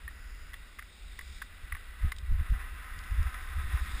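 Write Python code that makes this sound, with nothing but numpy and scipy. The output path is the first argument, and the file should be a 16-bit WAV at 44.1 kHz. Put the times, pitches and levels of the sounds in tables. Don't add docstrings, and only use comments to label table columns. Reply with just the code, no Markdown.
import sys
import numpy as np
from scipy import signal
from scipy.fft import rfft, irfft
from scipy.io import wavfile

SR = 44100
rng = np.random.default_rng(int(sys.argv[2]) if len(sys.argv) > 2 else 0)


def log_audio(samples):
    frames = np.atleast_2d(samples).T
    limited = np.clip(frames, -1, 1)
    pcm = np.round(limited * 32767).astype(np.int16)
    wavfile.write(sys.argv[1], SR, pcm)


N = 176400
TIME = np.arange(N) / SR


def undb(db):
    return 10 ** (np.asarray(db) / 20)


def unit(x):
    return x / np.sqrt(np.mean(x ** 2))


def envelope(table, column=1):
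    rows = np.array(table)
    return undb(np.interp(TIME, rows[:, 0], rows[:, column]))


def colour(x, spectrum, size=16384):
    hz, db = np.array(spectrum).T
    bin_hz = np.arange(size // 2 + 1) * SR / size
    log_gain = np.log(undb(np.interp(np.log(bin_hz + 1), np.log(hz), db)))
    cepstrum = irfft(log_gain)[:size // 2]
    cepstrum[1:] *= 2
    response = irfft(np.exp(rfft(cepstrum, size)))[:size // 2]
    return signal.fftconvolve(x, response)[:len(x)]


def resonate(x, hz, width_hz):
    return signal.lfilter(*signal.iirpeak(hz, hz / width_hz, fs=SR), x)


def add(out, x, start_s):
    i = int(start_s * SR)
    out[i:i + len(x)] += x[:len(out) - i]


# (frequency [Hz], level [dB])
BACKGROUND_SPECTRUM = [(100, 5), (250, 2), (500, -3), (900, -5), (3000, -11.5), (6000, -51)]

def background(level_db=-64):
    return undb(level_db) * unit(colour(rng.standard_normal(N), BACKGROUND_SPECTRUM))


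def eddies(spectrum, evenness):
    pressure = colour(rng.standard_normal(N), spectrum)
    swell = np.hypot(np.abs(signal.hilbert(pressure)), .5 * pressure.std())
    return unit(pressure / swell ** evenness)


# (time [s], level [dB])
AIRFLOW_LEVEL = [(0, -46.5), (.48, -45.5), (.75, -53), (.92, -55.5), (1.05, -45), (1.35, -43.5),
                 (1.55, -47.5), (1.95, -46.5), (2.4, -38), (2.85, -42), (3.4, -40.5), (4, -36.5)]
# (frequency [Hz], level [dB])
AIRFLOW_SPECTRUM = [(12, -7.5), (25, 5), (40, 4), (68, 2.5), (90, -11.5), (120, -32.5), (170, -24.5),
                    (260, -36), (500, -45), (1200, -75)]

def airflow():
    return envelope(AIRFLOW_LEVEL) * eddies(AIRFLOW_SPECTRUM, evenness=.18)


def friction(spectrum, modes=(), grains_per_s=1500, spread_db=3.5, grain_db=-8.5):
    fractures = (rng.random(N) < grains_per_s / SR) * rng.choice([-1, 1], N)
    grains = fractures * undb(spread_db * rng.exponential(size=N).clip(0, 5))
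    excitation = unit(rng.standard_normal(N) + undb(grain_db) * unit(grains))
    rub = colour(excitation, spectrum)
    return unit(rub + sum(undb(db) * resonate(rub, hz, width) for hz, width, db in modes))


# (time [s], level [dB])
GLIDE_LEVEL = [(0, -57), (.5, -56), (.72, -59), (.9, -63.5), (1.36, -60), (1.68, -54), (1.93, -55.5),
               (2.0, -54), (2.09, -52), (2.15, -61), (2.37, -56.5), (2.62, -53.5), (2.75, -53.5), (4, -58)]
# (frequency [Hz], level [dB])
GLIDE_SPECTRUM = [(130, -12.5), (400, -11), (800, -15), (1100, -4.5), (1400, 2), (2150, -3), (2350, -4),
                  (2600, -2.5), (3050, -8), (3800, -11), (4300, -13.5), (5300, -17), (5800, -25),
                  (8000, -41)]
# (frequency [Hz], bandwidth [Hz], gain [dB])
GLIDE_MODES = [(1520, 61, -3), (1957, 75, 8.5), (2770, 88, -2.5)]

def glide():
    return envelope(GLIDE_LEVEL) * friction(GLIDE_SPECTRUM, GLIDE_MODES)


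# (time [s], hiss level [dB], sizzle level [dB])
SPRAY_LEVELS = [(0, -65, -72), (.33, -71, -65), (.6, -64, -72), (.9, -61, -70.5), (1.15, -57.5, -71),
                (1.27, -58, -64.5), (1.37, -56, -62), (1.48, -62.5, -73.5), (2.3, -64, -75.5),
                (3, -65.5, -68), (3.68, -57.5, -67), (3.8, -55, -64), (4, -49.5, -61)]
# (frequency [Hz], level [dB])
HISS_SPECTRUM = [(300, -18.5), (1500, -15), (2300, 2), (2900, -7.5), (3750, -1.5), (4250, -8), (5300, -10),
                 (5900, -24), (8000, -48)]
SIZZLE_SPECTRUM = [(1000, -33), (4400, -19.5), (4850, 0.5), (5200, -2.5), (5800, -13), (8000, -44)]
# (frequency [Hz], bandwidth [Hz], gain [dB])
HISS_MODES = [(3450, 150, -0.5), (3732, 104, 2)]

def spray():
    hiss = envelope(SPRAY_LEVELS, column=1) * friction(HISS_SPECTRUM, HISS_MODES)
    sizzle = envelope(SPRAY_LEVELS, column=2) * friction(SIZZLE_SPECTRUM)
    return hiss + sizzle


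# (peak time [s], half length [s], level [dB], flutter relative to thump [dB])
GUSTS = [(0.054, 0.017, -42, -35), (1.643, 0.016, -40, -42), (1.736, 0.018, -32, -34),
         (2.046, 0.03, -23.5, -40), (2.236, 0.016, -34, -31), (2.321, 0.035, -22, -23),
         (2.405, 0.019, -25.5, -48), (2.516, 0.019, -21.5, -20.5), (2.562, 0.03, -36.5, -37),
         (2.65, .018, -52, -15), (2.746, 0.017, -40, -30), (2.981, 0.021, -39.5, -11),
         (3.123, 0.026, -26.5, -40), (3.198, .024, -21, -42), (3.268, 0.018, -27.5, -45),
         (3.576, 0.024, -30, -32), (3.655, 0.029, -31.5, -25), (3.745, 0.018, -23.5, -30),
         (3.82, 0.014, -30, -30), (3.945, 0.016, -30.5, -22.5)]
# (frequency [Hz], level [dB])
THUMP_SPECTRUM = [(12, -9), (25, 0), (40, -3), (55, 0.5), (70, 3.5), (85, -9.5), (105, -27), (150, -41.5),
                  (230, -54.5), (400, -63), (1200, -70)]
FLUTTER_SPECTRUM = [(40, -15), (90, 5.5), (170, -4), (250, -16.5), (500, -43), (1200, -69)]

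def gusts(rise_share=.76, fall_share=1.21):
    thump = eddies(THUMP_SPECTRUM, evenness=.7)
    flutter = eddies(FLUTTER_SPECTRUM, evenness=.7)
    out = np.zeros(N)
    for at, half_s, db, flutter_db in GUSTS:
        width_s = half_s * np.where(TIME < at, rise_share, fall_share)
        pulse = np.exp(-((TIME - at) / width_s) ** 2)
        out += undb(db) * pulse * (thump + undb(flutter_db) * flutter)
    return out


# (time [s], level [dB], ring frequency [Hz], relative ice level [dB])
CLACKS = [(0.0767, -32.5, 1830, -44), (0.087, -47.5, 1970, -19), (.108, -49, 1920, -20),
          (0.5323, -39.5, 1900, -18), (0.539, -39, 1920, -5), (0.7861, -38.5, 2060, -23),
          (0.7903, -35, 2000, -15.5), (0.8235, -41.5, 1950, -26), (1.1886, -34, 2025, -11.5),
          (1.209, -40.5, 1970, -23), (1.4163, -34.5, 1650, -14), (1.4197, -34, 1540, -15),
          (1.4261, -48, 1630, -14), (1.721, -28.5, 1980, -27), (1.7488, -34, 1840, -34),
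          (1.766, -42, 1940, -20), (2.1179, -29, 2050, -12.5)]
# (frequency [Hz], level [dB])
CLACK_SPECTRUM = [(300, -45), (650, -21), (900, -14), (1100, -5.5), (1400, -4), (1800, -0.5), (2150, -5),
                  (2600, -12), (3500, -20), (4300, -23.5), (5200, -27), (6000, -24), (8000, -49)]
ICE_SPECTRUM = [(500, -14), (1500, -30), (3400, 1.5), (4300, -9.5), (5200, -1), (6000, -15.5), (8000, -59)]

def clacks(attack_s=.0018, hold_s=.0016, decay_s=.0035, ring_db=2.5, body_db=-10.5, size=2048):
    out, t = np.zeros(N), np.arange(size) / SR
    contact = np.minimum(t / attack_s, 1) * np.exp(-np.maximum(t - hold_s, 0) / decay_s)
    for at, db, ring_hz, ice_db in CLACKS:
        crunch = colour(rng.standard_normal(size) * contact, CLACK_SPECTRUM)
        ring = undb(ring_db) * unit(resonate(crunch, ring_hz, width_hz=124))
        body = undb(body_db) * unit(resonate(crunch, hz=1148, width_hz=130))
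        ice = undb(ice_db) * unit(colour(rng.standard_normal(size) * contact, ICE_SPECTRUM))
        clack = unit(unit(crunch) + ring + body) + ice
        add(out, undb(db) * clack * np.sqrt(np.mean(contact ** 2)), at)
    return out


# (time [s], level [dB])
EDGE_LEVEL = [(0, -68), (1.4, -68.5), (1.95, -64.5), (1.99, -54.5), (2.085, -51.5), (2.15, -63),
              (2.38, -56.5), (2.4, -50), (2.5, -51.5), (2.525, -61), (2.54, -49), (2.61, -46), (2.68, -53),
              (2.74, -57.5), (2.79, -49), (2.95, -50), (3.24, -48.5), (3.5, -48), (3.715, -45.5),
              (3.745, -44), (4, -46)]
BITES = [(2.397, -49), (2.536, -47), (2.689, -51.5), (3.108, -44), (3.267, -44), (3.342, -41), (3.774, -41)]
# (frequency [Hz], level [dB])
EDGE_SPECTRUM = [(130, -16), (300, -15), (600, -16), (880, -13.5), (1100, -5.5), (1600, -0.5), (2000, 2.5),
                 (2250, -5.5), (2700, -6.5), (3150, -15), (3800, -12), (4250, -28), (5300, -20.5),
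                 (5900, -21.5), (8000, -57)]
# (frequency [Hz], bandwidth [Hz], gain [dB])
EDGE_MODES = [(768, 26, 11), (1038, 49, 8.5), (1265, 71, 8.5), (1518, 37, 3.5), (1872, 46, -3.5),
              (3480, 62, 4)]

def edges(bite_decay_s=.013, chatter_hz=35.27, chatter_db=1.8):
    bites = sum(undb(db) * (TIME >= at) * np.exp(-np.abs(TIME - at) / bite_decay_s) for at, db in BITES)
    scrape = np.hypot(envelope(EDGE_LEVEL), bites) * friction(EDGE_SPECTRUM, EDGE_MODES)
    chatter = np.interp(TIME * chatter_hz, np.arange(N), rng.standard_normal(N))
    return scrape * undb(chatter_db * chatter)


# (time [s], level [dB])
ICE_TICKS = [(2.164, -44), (2.185, -38), (2.501, -48.5), (2.9898, -40.5), (3.038, -47), (3.11, -58),
             (3.229, -43), (3.343, -46), (3.4235, -52)]

def ice_ticks(decay_s=.0014, size=512):
    out = np.zeros(N)
    strike = np.exp(-np.arange(size) / SR / decay_s)
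    for at, db in ICE_TICKS:
        tick = colour(rng.standard_normal(size) * strike, ICE_SPECTRUM)
        add(out, undb(db) * tick * np.linalg.norm(strike) / np.linalg.norm(tick), at)
    return out


# (time [s], level [dB])
ROAR_LEVEL = [(0, -81.5), (2, -80.5), (2.5, -71.5), (3.4, -68), (3.7, -62.5), (4, -57)]
# (frequency [Hz], level [dB])
ROAR_SPECTRUM = [(60, -12), (160, -1), (230, 3.5), (330, -3.5), (480, -17.5), (1000, -33.5)]

def helmet_roar():
    return envelope(ROAR_LEVEL) * unit(colour(rng.standard_normal(N), ROAR_SPECTRUM))


def scene():
    opening = background() + airflow() + glide() + spray() + gusts() + clacks()
    return (opening + edges() + ice_ticks() + helmet_roar())[None]


def record(dry, hold_hz=12000, repeats=4, cutoff_hz=15300):
    coarse = signal.resample_poly(dry, hold_hz, SR, axis=1)
    steps = np.repeat(coarse, repeats, axis=1)
    held = signal.resample_poly(steps, SR, repeats * hold_hz, axis=1)
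    return signal.sosfilt(signal.ellip(10, .2, 80, cutoff_hz, fs=SR, output="sos"), held)


dry = scene()
out = record(dry)
log_audio(out)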